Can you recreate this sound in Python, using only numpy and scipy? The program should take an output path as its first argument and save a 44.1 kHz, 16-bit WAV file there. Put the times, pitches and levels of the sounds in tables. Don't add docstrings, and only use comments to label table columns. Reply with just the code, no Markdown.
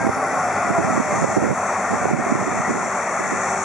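import sys
import numpy as np
from scipy import signal
from scipy.fft import rfft, irfft, next_fast_len
from scipy.io import wavfile
from scipy.ndimage import uniform_filter1d, map_coordinates

SR = 44100
rng = np.random.default_rng(int(sys.argv[2]) if len(sys.argv) > 2 else 0)


def dump(signal):
    limited = np.clip(np.atleast_2d(signal).T, -1, 1)
    pcm = np.round(limited * 32767).astype(np.int16)
    wavfile.write(sys.argv[1], SR, pcm)


N = 160524


def amp(db):
    return 10 ** (np.asarray(db) / 20)


def unit(x):
    return x / np.sqrt(np.mean(x ** 2) + 1e-20)


def along(points, hz):
    f, v = np.transpose(points)
    return np.interp(np.log(hz + 1), np.log(f + 1), v)


def curves(rows):
    s, *columns = np.transpose(rows)
    return [np.interp(np.arange(N) / SR, s, column) for column in columns]


def wobble(rate):
    knots = rng.standard_normal(int(N * 200 / SR) + 4)
    return map_coordinates(knots, [np.arange(N) * rate / SR])


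def filtered(x, response):
    m = next_fast_len(N + SR // 2)
    return irfft(rfft(x, m) * response(np.fft.rfftfreq(m, 1 / SR)), m)[..., :N]


def rush(spectrum, patchy_db, channels):
    z = signal.stft(rng.standard_normal((channels, N)), nperseg=1024)[2]
    field = rng.standard_normal(z.shape[1:])
    field = uniform_filter1d(field, size=2, axis=0)
    field = uniform_filter1d(field, size=9, axis=1)
    x = signal.istft(z * amp(patchy_db * unit(field)), nperseg=1024)[1][:, :N]
    return unit(filtered(x, lambda hz: amp(along(spectrum, hz))))


# t/s, f/Hz
FIRING_RATE = [(0, 105.5), (1, 101.8), (2, 98), (3.64, 96.2)]
# multiple of the firing rate, level at start/dB, level at end/dB
HUM_ORDERS = [(1, -42.5, -47), (2, -42.5, -38), (2.5, -37.5, -41.5), (4, -49.5, -39.5), (7.5, -33.5, -40.5)]
WAVER_DB, WAVER_TURNS = 2.6, .05


def hum():
    firing_hz, = curves(FIRING_RATE)
    phase = 2 * np.pi * np.cumsum(firing_hz) / SR
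    total = np.zeros(N)
    for order, start_db, end_db in HUM_ORDERS:
        level_db = np.linspace(start_db, end_db, N) + WAVER_DB * wobble(4.68)
        waver = 2 * np.pi * WAVER_TURNS * np.sqrt(order) * wobble(6.23)
        total += np.sqrt(2) * amp(level_db) * np.sin(order * phase + waver)
    return total, phase


# t/s, exhaust roar level/dB, mechanical clatter level/dB, hiss level/dB
WORK_LEVELS = [(0.0, -24.5, -29.5, -43.5), (0.03, -24.5, -27.5, -42), (0.6, -24, -24.5, -39),
               (1.07, -27.5, -25.5, -37.5), (1.15, -24, -23, -34), (1.51, -28, -27.5, -39),
               (1.65, -25, -25, -37), (2.09, -25.5, -25.5, -37), (2.15, -30.5, -29, -41),
               (2.25, -27.5, -26.5, -38.5), (3.55, -27, -24.5, -35), (3.64, -28, -26, -33.5)]
# f/Hz, level/dB per Hz
ROAR_SPECTRUM = [(15, -70), (50, -34), (90, -11.5), (150, -12.5), (200, -10.5), (280, -17), (400, -11.5),
                 (500, -10.5), (600, -5.5), (680, -3.5), (780, -2), (880, -9), (1000, -15.5), (1300, -22.5),
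                 (2200, -120)]
CLATTER_SPECTRUM = [(530, -16.5), (900, -2.5), (1100, 1), (1400, 1.5), (1480, -3.5), (1620, -7.5),
                    (1900, -2.5), (2300, -9), (2600, -15.5), (2850, -27), (3300, -28), (4800, -31.5),
                    (5300, -78), (8000, -120)]
HISS_SPECTRUM = [(4600, -87), (5150, -15.5), (5430, -5.5), (5900, -1), (7000, 1), (7500, 0.5), (8500, -6),
                 (9300, -11), (11000, -16.5), (14000, -120)]
PULSING = .05


def engine_noise(phase):
    roar_db, clatter_db, hiss_db = curves(WORK_LEVELS)
    shared_db = 0.26 * wobble(6.1)
    roar = amp(roar_db + 0.84 * wobble(18)) * rush(ROAR_SPECTRUM, patchy_db=1.0, channels=2)
    clatter = amp(clatter_db + 0.33 * wobble(16)) * rush(CLATTER_SPECTRUM, patchy_db=1.7, channels=2)
    hiss = amp(hiss_db + 0.48 * wobble(18)) * rush(HISS_SPECTRUM, patchy_db=2.0, channels=2)
    beat = 1 + PULSING * np.cos(phase)
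    return beat * amp(shared_db) * (roar + clatter + hiss)


def engine():
    hum_tone, phase = hum()
    return engine_noise(phase) + hum_tone * [[1], [0]]


# t/s, f/Hz, level/dB, level of its fifth/dB, level of its octave/dB
GROAN_GLIDE = [(0, 800, -39, -63, -35), (.22, 755, -40, -30.5, -43), (.48, 720, -28, -38.5, -42),
               (.57, 712, -37, -40, -33), (.62, 703, -27, -38, -35), (.76, 690, -27, -34, -34),
               (.82, 670, -30, -49, -53), (.92, 648, -32, -50, -28), (1.02, 620, -38, -42, -58),
               (1.11, 598, -28.5, -44, -49), (1.3, 590, -42, -55, -55)]
GROAN_TURNS, FIFTH_TURNS = .14, .45


def groan():
    hz, db, fifth_db, octave_db = curves(GROAN_GLIDE)
    phase = 2 * np.pi * (np.cumsum(hz) / SR + GROAN_TURNS * wobble(24.7))
    fifth = np.sin(3 * phase / 2 + 2 * np.pi * FIFTH_TURNS * wobble(40))
    octave = np.sin(2 * phase + np.pi * FIFTH_TURNS * wobble(45.2))
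    tone = amp(db) * np.sin(phase) + amp(fifth_db) * fifth + amp(octave_db) * octave
    return np.sqrt(2) * amp(3 * wobble(25)) * tone * [[1], [0]]


# start t/s, end t/s, right port level/dB, left port level/dB
GUST_TIMES = [(0, 0.106, -19, -33), (0.133, 0.6, -38.5, -60), (.64, 1.05, -22, -39),
              (1.064, 1.337, -20, -45), (1.366, 1.541, -18, -32), (1.576, 1.88, -50, -67),
              (1.89, 1.98, -24, -37), (2.005, 2.229, -21, -34.5), (2.255, 2.609, -23.5, -35.5),
              (2.648, 2.882, -26, -32), (2.903, 3.17, -48, -55), (3.183, 3.403, -30.5, -40),
              (3.425, 3.64, -46, -38.5)]
# f/Hz, level/dB per Hz
BUFFET_SPECTRUM = [(15, -70), (40, -16), (130, -0.5), (250, 0.5), (380, -7.5), (550, -7), (800, -32),
                   (1200, -25), (2400, -120)]
GUST_EDGE_S, LUMPY_DB = .021, 2
SWELL_S, BETWEEN = .014, 1.5
# t/s, level/dB, f/Hz
PORT_THUMPS = [(0.049, -7.5, 260), (0.069, -6, 282), (0.093, -14, 438), (0.173, -17, 240),
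               (0.334, -20, 281), (0.362, -21, 294), (0.375, -22, 239), (0.704, -12, 280),
               (0.711, -16, 369), (0.789, -5.5, 328), (0.803, -12, 252), (0.842, -22, 238),
               (0.858, -21, 260), (0.907, -11, 256), (0.939, -21, 258), (0.979, -5, 326),
               (1.003, -8.5, 248), (1.223, -10, 256), (1.245, -3, 476), (1.367, -8, 305), (1.372, -6, 291),
               (1.382, -3.5, 330), (1.425, -7, 314), (1.437, -16, 320), (1.45, -13, 322), (1.459, -18, 275),
               (1.473, -25, 245), (1.515, -19, 408), (1.521, -21, 230), (1.926, -12, 205),
               (1.939, -10, 221), (2.056, -8, 422), (2.069, -17, 316), (2.114, -9, 334), (2.137, -13, 270),
               (2.15, -18, 322), (2.193, -10, 300), (2.199, -10, 249), (2.267, -10.5, 416),
               (2.31, -18, 269), (2.32, -7, 283), (2.326, -6.5, 270), (2.355, -8, 308), (2.428, -11, 283),
               (2.477, -8, 290), (2.573, -23, 324), (2.603, -13, 176), (2.695, -10, 338), (2.708, -9, 249),
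               (2.754, -18, 273), (2.773, -16, 393), (3.208, -14, 360), (3.322, -12, 273),
               (3.337, -14, 337)]
THUMP_CYCLES, SNAP_DB = .9, -12
WIND_LEAK = -.3


def wind_thumps():
    u = np.arange(-1500, 1500) / SR
    thumps, swells = np.zeros((2, N + len(u)))
    for (s, db, hz), turn in zip(PORT_THUMPS, rng.random(len(PORT_THUMPS))):
        w = 2 * np.pi * (hz * u + turn)
        shape = np.exp(-(u * hz / THUMP_CYCLES) ** 2)
        snap = amp(SNAP_DB) * shape ** 5 * np.sin(1.73 * w)
        start = round(s * SR)
        thumps[start:][:len(u)] += amp(db) * (shape * np.sin(w) + snap)
        swells[start:][:len(u)] += np.exp(-(u / SWELL_S) ** 2)
    middle = len(u) // 2
    return thumps[middle:][:N], swells[middle:][:N]


def wind():
    t = np.arange(N) / SR
    gust = np.zeros((2, N))
    for start, end, right_db, left_db in GUST_TIMES:
        fade = np.clip(np.minimum(t - start, end - t) / GUST_EDGE_S + .5, 0, 1)
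        gust += amp([[left_db], [right_db]]) * fade
    thumps, swells = wind_thumps()
    lumps = amp(LUMPY_DB * np.array([wobble(29.4), wobble(30.02)])) * (BETWEEN + swells)
    left, right = gust * unit(lumps * rush(BUFFET_SPECTRUM, patchy_db=1, channels=2))
    right = right + thumps
    return np.array([left + WIND_LEAK * right, right])


# relative spectrum as f/Hz, level/dB; then its level/dB at start and end
RECORDER_HISS_SPECTRUM = [(3500, -25), (4700, 4), (5500, 10), (7500, -3), (9000, -4), (10200, 13),
                          (11100, -17), (11500, -19), (13000, -60)]
RECORDER_HISS_DB = [-44, -58.5]


def recorder_hiss():
    return amp(np.linspace(*RECORDER_HISS_DB, N)) * rush(RECORDER_HISS_SPECTRUM, patchy_db=4, channels=2)


# f/Hz, level/dB
LEFT_OVER_RIGHT = [(500, 0), (700, 1), (1200, 1.4), (1550, 2.7), (2240, 5.5), (2700, 3), (3000, 0),
                   (4900, 0), (5400, 7), (6200, 9.5), (6900, 9.3), (7900, 5), (9000, 0), (9700, -1.5),
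                   (11000, 3)]
# f/Hz, lag/rad
LEFT_LAG = [(300, 0), (700, -.08), (1200, -.09), (1500, -.2), (1720, 0), (2250, .45), (2700, .6), (3000, 0),
            (5400, 0), (6200, .5), (6900, 1.15), (7900, 1.8), (9000, 2), (9700, 2.6), (11000, 5.5)]
# f/Hz, likeness (1 = the same)
LIKENESS = [(60, .7), (170, .75), (340, .93), (700, .985), (1400, .975), (1700, .86), (1950, .9),
            (2700, .8), (3050, .99), (4900, .995), (5300, .75), (6800, .86), (8000, .7), (9700, .45),
            (11000, .5)]


def placed(pair):
    def shares(hz):
        turn = np.arccos(np.clip(along(LIKENESS, hz), 0, 1)) / 2
        return np.array([np.cos(turn), np.sin(turn)])

    def port_responses(hz):
        half = amp(along(LEFT_OVER_RIGHT, hz) / 2) * np.exp(-.5j * along(LEFT_LAG, hz))
        return np.array([half, 1 / half])

    mid, side = filtered(pair, shares)
    return filtered(np.array([mid + side, mid - side]), port_responses)


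def scene():
    return placed(engine() + groan() + recorder_hiss()) + wind()


NOTCH_CENTRES = [2995, 3995, 4980]
NOTCH_WIDTH_HZ = 80
CLIP_TOP, CLIP_HARD = .8, 6
DUCK_FROM_DB, DUCK_SHARE = -8, .5
DUCK_ATTACK_S, RECOVER_DB_PER_S = .012, 90
LOW_CUT_HZ, TOP_HZ = 89, 11600


def notches(hz):
    cuts = [1j * (hz - c) / (NOTCH_WIDTH_HZ + 1j * (hz - c)) for c in NOTCH_CENTRES]
    return np.prod(cuts, axis=0) ** 3


def band_limits(hz):
    return (hz < TOP_HZ) * (1j * hz / (LOW_CUT_HZ + 1j * hz)) ** 2


def gain_control(x):
    peak_db = 20 * np.log10(np.abs(x).max(axis=0) + 1e-6)
    ramp_db = RECOVER_DB_PER_S * np.arange(N) / SR
    held_db = np.maximum.accumulate(peak_db + ramp_db) - ramp_db
    attack = round(DUCK_ATTACK_S * SR)
    target_db = -DUCK_SHARE * np.maximum(held_db - DUCK_FROM_DB, 0)
    duck_db = np.convolve(target_db, np.ones(attack) / attack)[:N]
    return x * amp(duck_db)


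def record(dry):
    x = dry / (1 + np.abs(dry / CLIP_TOP) ** CLIP_HARD) ** (1 / CLIP_HARD)
    x = filtered(x, notches)
    return filtered(gain_control(x), band_limits)


dry = scene()
out = record(dry)
dump(out)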